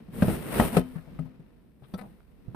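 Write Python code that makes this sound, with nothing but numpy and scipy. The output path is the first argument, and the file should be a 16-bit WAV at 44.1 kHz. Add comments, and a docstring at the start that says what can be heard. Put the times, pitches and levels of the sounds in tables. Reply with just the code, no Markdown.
"""A scrape swells into three heavy crunches: a hand-worked metal can crusher, right by the microphone.
Something slides along it and hisses in the microphone ports (its left and right openings).
The crunches and lighter knocks rock the crusher and set its frame and steel sheet ringing,
while thin metal buckles and pops. Later a small metal part clacks and there is a short creak.
A small room adds a dull echo, and the handling makes a low rumble underneath."""
import sys
import numpy as np
from scipy import signal
from scipy.fft import rfft, irfft, next_fast_len
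from scipy.io import wavfile

SR = 44100
rng = np.random.default_rng(int(sys.argv[2]) if len(sys.argv) > 2 else 0)


def dump(signal):
    """Clip the signal to [-1, 1] and save it as 16-bit WAV at the path in sys.argv[1]."""
    limited = np.clip(np.atleast_2d(signal).T, -1, 1)
    pcm = np.round(limited * 32767).astype(np.int16)
    wavfile.write(sys.argv[1], SR, pcm)


N = 112454
T = np.arange(N) / SR

# In all tables, levels are relative, fade_s is the time to fade by 60 dB, and positive pan_db is left.
# Crunches and knocks: start_s, thump_db, thump_hz, thump_fade_s, clang_db, clang_hz, crack_db, pan_db
KNOCK_EVENTS = [(.083, -36.5, 182.5, .12, -59, 500, -65, 2), (.2225, -6, 195.6, 0.06, -23.5, 590, -31.5, 0),
                (.28, -7.5, 169, 0.045, -31, 506, -39, -1), (.296, -24, 196.6, 0.13, -34, 650, -36.5, -3),
                (.5965, -8.5, 218.6, 0.067, -17.5, 800, -25, 2.5),
                (.767, -10, 175.3, .13, -19.5, 425, -26, 6), (.957, -25.5, 161.7, 0.13, -47, 1300, -56, 20),
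                (1.074, -38.5, 157.4, 0.19, -53, 497, -75, 19),
                (1.19, -23.5, 160.6, 0.17, -45.5, 574, -54, 10),
                (1.254, -33.5, 158.7, 0.11, -52.5, 950, -66, 12),
                (1.395, -37.5, 156, 0.087, -57.5, 400, -72, 8),
                (1.821, -42.5, 136, 0.15, -57, 402, -72.5, 9),
                (1.9374, -24, 187.4, 0.1, -42, 600, -46, -0.5),
                (2.009, -36, 200.5, 0.16, -53, 700, -52, 0.5), (2.48, -25, 118, 0.05, -57, 410, -74, -23),
                (2.546, -24, 198, 0.053, -35.5, 700, -49, -17)]
# The tones that the frame rings with: pitch_hz, level_db, fade_s
FRAME_TONES = [(328, -11, 0.12), (392.2, 0, .12), (473.2, -1.5, 0.089), (601.5, -2.5, 0.097),
               (644, -8.5, 0.17), (728.3, -7, 0.096), (811, -10.5, 0.1), (884, -8.5, 0.074),
               (1046, -10.5, .11), (1270, -12, 0.2), (1562, -10.5, 0.079), (1892, -13.5, .12),
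               (2495, -16, 0.23), (3057, -17.5, 0.46)]


def crunches():
    """Metal gives way at each knock in a short gritty burst whose upper middle, near 2 kHz, dies first while
    the bass lasts longest."""
    # Tone colour of the buckling metal: pitch_hz, level_db
    colour = [(40, -36), (80, -26.5), (150, -20), (280, -16.5), (500, -8), (900, -8), (1500, -5),
              (2500, -6.5), (4000, -11.5), (6000, -16.5), (9000, -7.5), (14000, -16)]
    # How long each part of the burst lasts: pitch_hz, fade_s
    fades = [(60, 0.24), (250, 0.24), (700, 0.092), (2000, 0.033), (6000, 0.11), (14000, 0.044)]
    rise_s, hold_s = 0.0016, 0.0049
    out, rough = np.zeros((2, N)), grit()
    for hz, band in noise_bands():
        power, fade_s = np.zeros((2, N)), at_hz(fades, hz)
        for start_s, thump_db, _, _, clang_db, _, crack_db, pan_db in KNOCK_EVENTS:
            start = min(int(start_s * SR), N - 1)
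            age = T[:min(N - start, SR // 4)]
            db = at_hz([(180, thump_db), (330, clang_db), (850, clang_db), (1400, crack_db)], hz)
            shape = np.minimum(age / rise_s, 1) * fade(np.maximum(age - hold_s, 0), fade_s)
            power[:, start:start + len(age)] += (panned(0.35 * pan_db) * from_db(db) * shape) ** 2
        out += from_db(at_hz(colour, hz)) * np.sqrt(power) * band * (rough if hz > 800 else 1)
    return out


def thumps():
    """Each knock rocks the whole crusher for a few low swings."""
    rise_s = 0.0032
    delay_s = np.array([[0], [0.00033]])  # the right port feels it a little later
    out = np.zeros((2, N))
    for start_s, db, hz, fade_s, *_, pan_db in KNOCK_EVENTS:
        age = np.maximum(T - start_s - delay_s, 0)
        shape = (1 - np.exp(-age / rise_s)) * fade(age, fade_s)
        out += panned(pan_db) * from_db(db + 3) * shape * np.sin(2 * np.pi * hz * age)
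    return out


def clangs():
    """Each knock strikes every tone of the frame, hardest those near its own clang pitch."""
    drop_db_per_octave, boost_db, spread_db, scatter_s = 7, 2.5, 2, 0.002007
    start_s, _, _, _, clang_db, clang_hz, _, pan_db = np.transpose(KNOCK_EVENTS)
    sides = np.hstack([panned(db) for db in pan_db])
    out = np.zeros((2, N))
    for k, (hz, db, fade_s) in enumerate(FRAME_TONES):
        chance = rng.standard_normal((len(start_s), 3)).T  # left level, right level, timing
        hit_s = start_s + scatter_s * np.abs(chance[2])
        hit_samples = np.minimum((hit_s * SR).astype(int), N - 1)
        drop_db = drop_db_per_octave * np.abs(np.log2(hz / clang_hz))
        hit_db = clang_db + db - drop_db + boost_db + spread_db * chance[:2]
        clicks = np.zeros((2, N))
        clicks[:, hit_samples] = (-1) ** k * sides * from_db(hit_db)
        out += ring(clicks, hz, fade_s)
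    return out


def pops():
    """Thin metal pops through and rings briefly with a hollow tone and a higher, softer one."""
    # Pops of the metal: start_s, pitch_hz, level_db, fade_s, pan_db
    pop_events = [(.2224, 1580, -21.5, .018, 3), (.6004, 1880, -16.5, .017, 2), (.7675, 480, -17.5, .06, 4),
                  (.769, 1310, -31, .07, 4), (1.1897, 1250, -38, .022, 2), (2.205, 1400, -46, .007, -14)]
    upper_ratio, upper_db = 1.62, -8.5
    out = np.zeros((2, N))
    for start_s, hz, db, fade_s, pan_db in pop_events:
        click = click_at(start_s, db)
        upper = from_db(upper_db) * ring(click, hz * upper_ratio, fade_s / upper_ratio)
        out += panned(pan_db) * (ring(click, hz, fade_s) + upper)
    return out


def steel_sheet():
    """The steel sheet rings on after some blows."""
    # Long tones of the sheet: start_s, pitch_hz, level_db, fade_s
    hums = [(.298, 326.6, -27.5, 0.33), (.772, 3060, -49, .42), (.78, 255, -29.5, 0.55),
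            (1.195, 257.4, -37, 0.47)]
    ringing = sum(ring(click_at(start_s, db), hz, fade_s) for start_s, hz, db, fade_s in hums)
    return panned(db=8) * ringing


def clack():
    """A small metal part lands with a few quick taps."""
    # The tones of the part: pitch_hz, level_db, fade_s
    tones = [(512, 1, 0.1), (1082, -4, .09), (1316, -0.5, 0.095), (3515, -2, 0.06), (3885, -8, 0.06),
             (4560, -1, 0.039), (5790, -4, 0.03)]
    start_s, gap_s, count, level_db = 1.938, 0.0035, 4, -46.5
    taps = np.arange(count)
    strength = np.sin(np.pi * np.sqrt((taps + .5) / count))
    out = np.zeros(N)
    for hz, db, fade_s in tones:
        tap_s = start_s + gap_s * (taps + .5 * rng.random(count))
        clicks = np.zeros(N)
        clicks[(tap_s * SR).astype(int)] = strength
        out += from_db(level_db + db) * ring(clicks, hz, fade_s)
    return panned(db=10) * out


def creak():
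    """A quick run of almost evenly spaced slips swells and fades twice."""
    # The tones that each slip rings: pitch_hz, level_db, fade_s
    tones = [(700, 3, 0.0089), (1300, 6, 0.004), (1970, 2, 0.0046), (3870, -3.5, 0.003),
             (8800, -2.5, 0.001)]
    # How hard the slips push: time_s, level_db
    force = [(1.979, -51), (1.992, -37.5), (2.009, -52.5), (2.015, -40), (2.025, -52)]
    start_s, slips_per_s, count = 1.9786, 250, 12
    timing_wobble, wobble_db = rng.standard_normal((count, 2)).T
    slip_s = start_s + (np.arange(count) + 0.041 * timing_wobble) / slips_per_s
    force_db = np.interp(slip_s, *np.transpose(force))
    slips = np.zeros(N)
    slips[(slip_s * SR).astype(int)] = from_db(force_db + wobble_db)
    return panned(db=14) * sum(from_db(db) * ring(slips, hz, fade_s) for hz, db, fade_s in tones)


def sliding(bands):
    """Rubbing makes a low drag, a gritty scrape that rings the frame, and a hiss at the ports."""
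    # Loudness of the rubbing: time_s, drag_db, scrape_db, hiss_db
    levels = [(0.02,-48.5,-59.5,-79), (0.105,-52.5,-64.5,-85), (0.145,-40.5,-49,-55.5), (0.2,-32.5,-43,-50),
              (0.335,-30.5,-36,-42), (0.4,-39,-43,-51.5), (0.47,-37,-40.5,-48), (0.575,-31,-29.5,-37.5),
              (0.66,-29,-32,-38.5), (0.715,-39,-41.5,-48), (0.758,-29.5,-33,-41.5), (0.795,-27.5,-37,-47),
              (0.825,-65.5,-51.5,-66.5), (0.935,-46.5,-56,-65.5), (1.04,-58.5,-60,-77), (1.15,-45,-58,-82),
              (1.33,-54,-64,-87), (1.78,-59,-73,-86.5), (1.9,-55,-63.5,-71.5), (2.07,-49,-62,-73),
              (2.25,-63,-69.5,-86.5), (2.52,-50,-65,-85.5)]
    # Tone colours of the drag, the scrape and the hiss: pitch_hz, level_db
    drag_colour = [(50, -17), (100, -5.5), (170, 15.5), (240, 7.5), (340, -2.5), (480, -7.5), (800, -56.5)]
    scrape_colour = [(240, -25), (400, -0.5), (719, -5), (1090, -9), (1440, -9.5), (2240, -11),
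                     (2780, -14.5), (3210, -16.5), (7000, -27.5), (9100, -70)]
    hiss_colour = [(4000, -36.5), (6500, -17.5), (8500, 8.5), (14500, -1.5)]
    drag_db, scrape_db, hiss_db = in_time(levels)
    rough = grit()
    drag = from_db(drag_db - 1) * coloured(bands, drag_colour)
    scrape = from_db(scrape_db - 0.5) * rough * coloured(bands, scrape_colour)
    hiss = from_db(hiss_db + 3) * rough * coloured(bands, hiss_colour)
    noise = rng.standard_normal(N) + 0.43 * rng.standard_normal((2, N))  # mostly alike on both sides
    catches = rough * from_db(scrape_db) * noise
    ringing, lowest_hz = np.zeros((2, N)), FRAME_TONES[0][0]
    for hz, db, fade_s in FRAME_TONES:
        hold_back = np.sqrt(fade_s * SR / 10 * hz / lowest_hz)  # turns down long and high tones
        ringing += from_db(db) * ring(catches, hz, fade_s) / hold_back
    return drag + scrape + from_db(-14) * ringing + hiss


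def scuffs():
    """The grip shifts with short rubs and flicks."""
    # Light rubs: start_s, length_s, level_db, pitch_hz, pan_db
    rubs = [(.741, 0.019, -32.5, 660, 6), (0.793, 0.0035, -40.5, 12000, 9), (0.946, 0.037, -53.5, 1430, -2),
            (1.828, 0.024, -62, 1150, 5), (1.827, 0.026, -66, 3160, 10), (1.9746, 0.017, -56, 10950, 8),
            (2.022, 0.029, -50, 700, 0.5)]
    rise_share, fall_share = 0.23, 0.6  # of a rub's length
    out = np.zeros((2, N))
    for start_s, length_s, db, hz, pan_db in rubs:
        edges_hz = hz * np.exp([-0.26, 0.26])
        rub = rms_one(band_pass(rng.standard_normal((2, N)), edges_hz))
        progress = (T - start_s) / length_s
        rise = np.clip(progress / rise_share, 0, 1)
        fall = np.exp(-np.maximum(progress - 1, 0) / fall_share)
        out += panned(pan_db) * from_db(db) * rise * fall * rub
    return out * grit()


def rumble(bands):
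    """Handling makes a deep noise that swells and sinks."""
    # Loudness of the rumble: time_s, level_db
    levels = [(0.0, -67), (0.28, -30.5), (0.49, -61), (0.62, -29), (0.72, -49), (0.79, -39.5),
              (0.85, -52.5), (1.26, -53), (1.3, -64), (2.55, -57.5)]
    # Its tone colour: pitch_hz, level_db
    colour = [(20, -19), (48, 11), (75, 7), (110, -10.5), (220, -36)]
    level_db, = in_time(levels)
    return from_db(level_db - 1.5) * coloured(bands, colour)


def room_echo(sound):
    """The small room answers with a short, dull echo, different on each side."""
    delay_s, fade_s, level_db, cutoff_hz = 0.008, 0.19, -22.5, 1100
    age = T[:SR // 2]
    tail = rng.standard_normal((2, len(age))) * fade(age, fade_s) * (age > delay_s)
    tail /= np.sqrt(np.sum(tail ** 2) / 2)
    dull_tail = signal.sosfilt(signal.butter(2, cutoff_hz, fs=SR, output="sos"), tail)
    return from_db(level_db) * signal.fftconvolve(sound, dull_tail, axes=1)[:, :N]


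def grit():
    """Tiny catches of uneven size die quickly; multiplying by this makes a sound rough."""
    grains_per_s, grain_s, spread_db, share = 900, 0.0013, 3.5, 0.33
    catches = rng.random(N) < grains_per_s / SR
    sizes = from_db(spread_db * np.minimum(rng.exponential(1, N), 4))
    grains = signal.lfilter([1], [1, -np.exp(-1 / (grain_s * SR))], catches * sizes + 1e-18)
    return rms_one(1 - share + share * rms_one(grains))


def noise_bands():
    """Equally strong slices of stereo noise, half an octave wide, each with its middle pitch."""
    # How alike left and right are: pitch_hz, likeness (0 unrelated, 1 the same)
    likeness = [(30, 0.005), (130, 0.55), (500, 0.29), (1200, 0.4), (2500, 0), (14000, 0.13)]
    edges_hz = 22 * 2 ** np.arange(0, 9.6, .5)
    white = rng.standard_normal((2, 2, N))
    for k, (low, high) in enumerate(zip(edges_hz, edges_hz[1:])):
        shared, opposed = band_pass(white[k % 2], [low, high])
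        hz = np.sqrt(low * high)
        alike = at_hz(likeness, hz)
        yield hz, rms_one(np.sqrt(1 + alike) * shared + np.sqrt(1 - alike) * opposed * [[1], [-1]])


def coloured(bands, colour):
    """Mix slices of noise into a given tone colour, at strength 1."""
    return rms_one(sum(from_db(at_hz(colour, hz)) * np.sqrt(hz) * band for hz, band in bands))


def band_pass(sound, edges_hz):
    """Keep the pitches between two edges."""
    return signal.sosfilt(signal.butter(2, edges_hz, "band", fs=SR, output="sos"), sound)


def ring(clicks, hz, fade_s):
    """Each click starts a pure, fading tone as strong as itself."""
    decay, turn = fade(1 / SR, fade_s), 2 * np.pi * hz / SR  # per sample
    return signal.lfilter([0, np.sin(turn)], [1, -2 * decay * np.cos(turn), decay ** 2], clicks + 1e-18)


def click_at(start_s, db):
    """One click in silence."""
    return from_db(db) * (np.arange(N) == int(start_s * SR))


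def fade(age_s, fade_s):
    """A gain that falls by 60 dB every fade_s seconds."""
    return np.exp(-np.log(1000) * age_s / fade_s)


def in_time(rows):
    """Join a table's timed points with straight lines, one curve per level column."""
    time_s, *columns = np.transpose(rows)
    return [np.interp(T, time_s, column) for column in columns]


def at_hz(points, hz):
    """Read a table at any pitch, with octaves evenly spaced."""
    pitches, values = np.transpose(points)
    return np.interp(np.log(hz), np.log(pitches), values)


def panned(db):
    """Left and right gains with the left louder by db; the total power stays the same."""
    return rms_one(from_db(np.array([[db], [-db]]) / 2))


def from_db(db):
    """Turn decibels into a gain, a number to multiply by."""
    return 10 ** (np.asarray(db) / 20)


def rms_one(x):
    """Scale to an average strength (root mean square) of 1."""
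    return x / np.sqrt(np.mean(x ** 2) + 1e-20)


def scene():
    """The crusher's metal sounds and their echo, over sliding, scuffs and rumble."""
    metal = thumps() + steel_sheet() + clangs() + crunches() + pops() + clack() + creak()
    echo = room_echo(metal)
    bands = list(noise_bands())
    return metal + echo + sliding(bands) + scuffs() + rumble(bands)


def record(dry):
    """Each microphone port colours its own side, and the highest treble is cut off."""
    # Tone colours of the two ports: pitch_hz, level_db
    left_port = [(30, -4), (70, -1.5), (150, 0), (2000, -1), (5000, -4), (7000, -8.5), (9000, 0),
                 (12000, -4.5), (14500, -1)]
    right_port = [(30, 6), (150, -1.5), (600, -0.5), (2000, -4.5), (5000, -5.5), (7500, -19), (9500, -25.5),
                  (12000, -5.5), (13200, 0), (14300, 4.5)]
    cutoff_hz = 14650
    size = next_fast_len(N + SR // 4)
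    hz = np.maximum(np.arange(size // 2 + 1) * SR / size, 1)
    ports = from_db([at_hz(left_port, hz), at_hz(right_port, hz)])
    treble_cut = 1 / np.sqrt(1 + (hz / cutoff_hz) ** 400)
    return irfft(rfft(dry, size) * ports * treble_cut, size)[:, :N]


dry = scene()
out = record(dry)
dump(out)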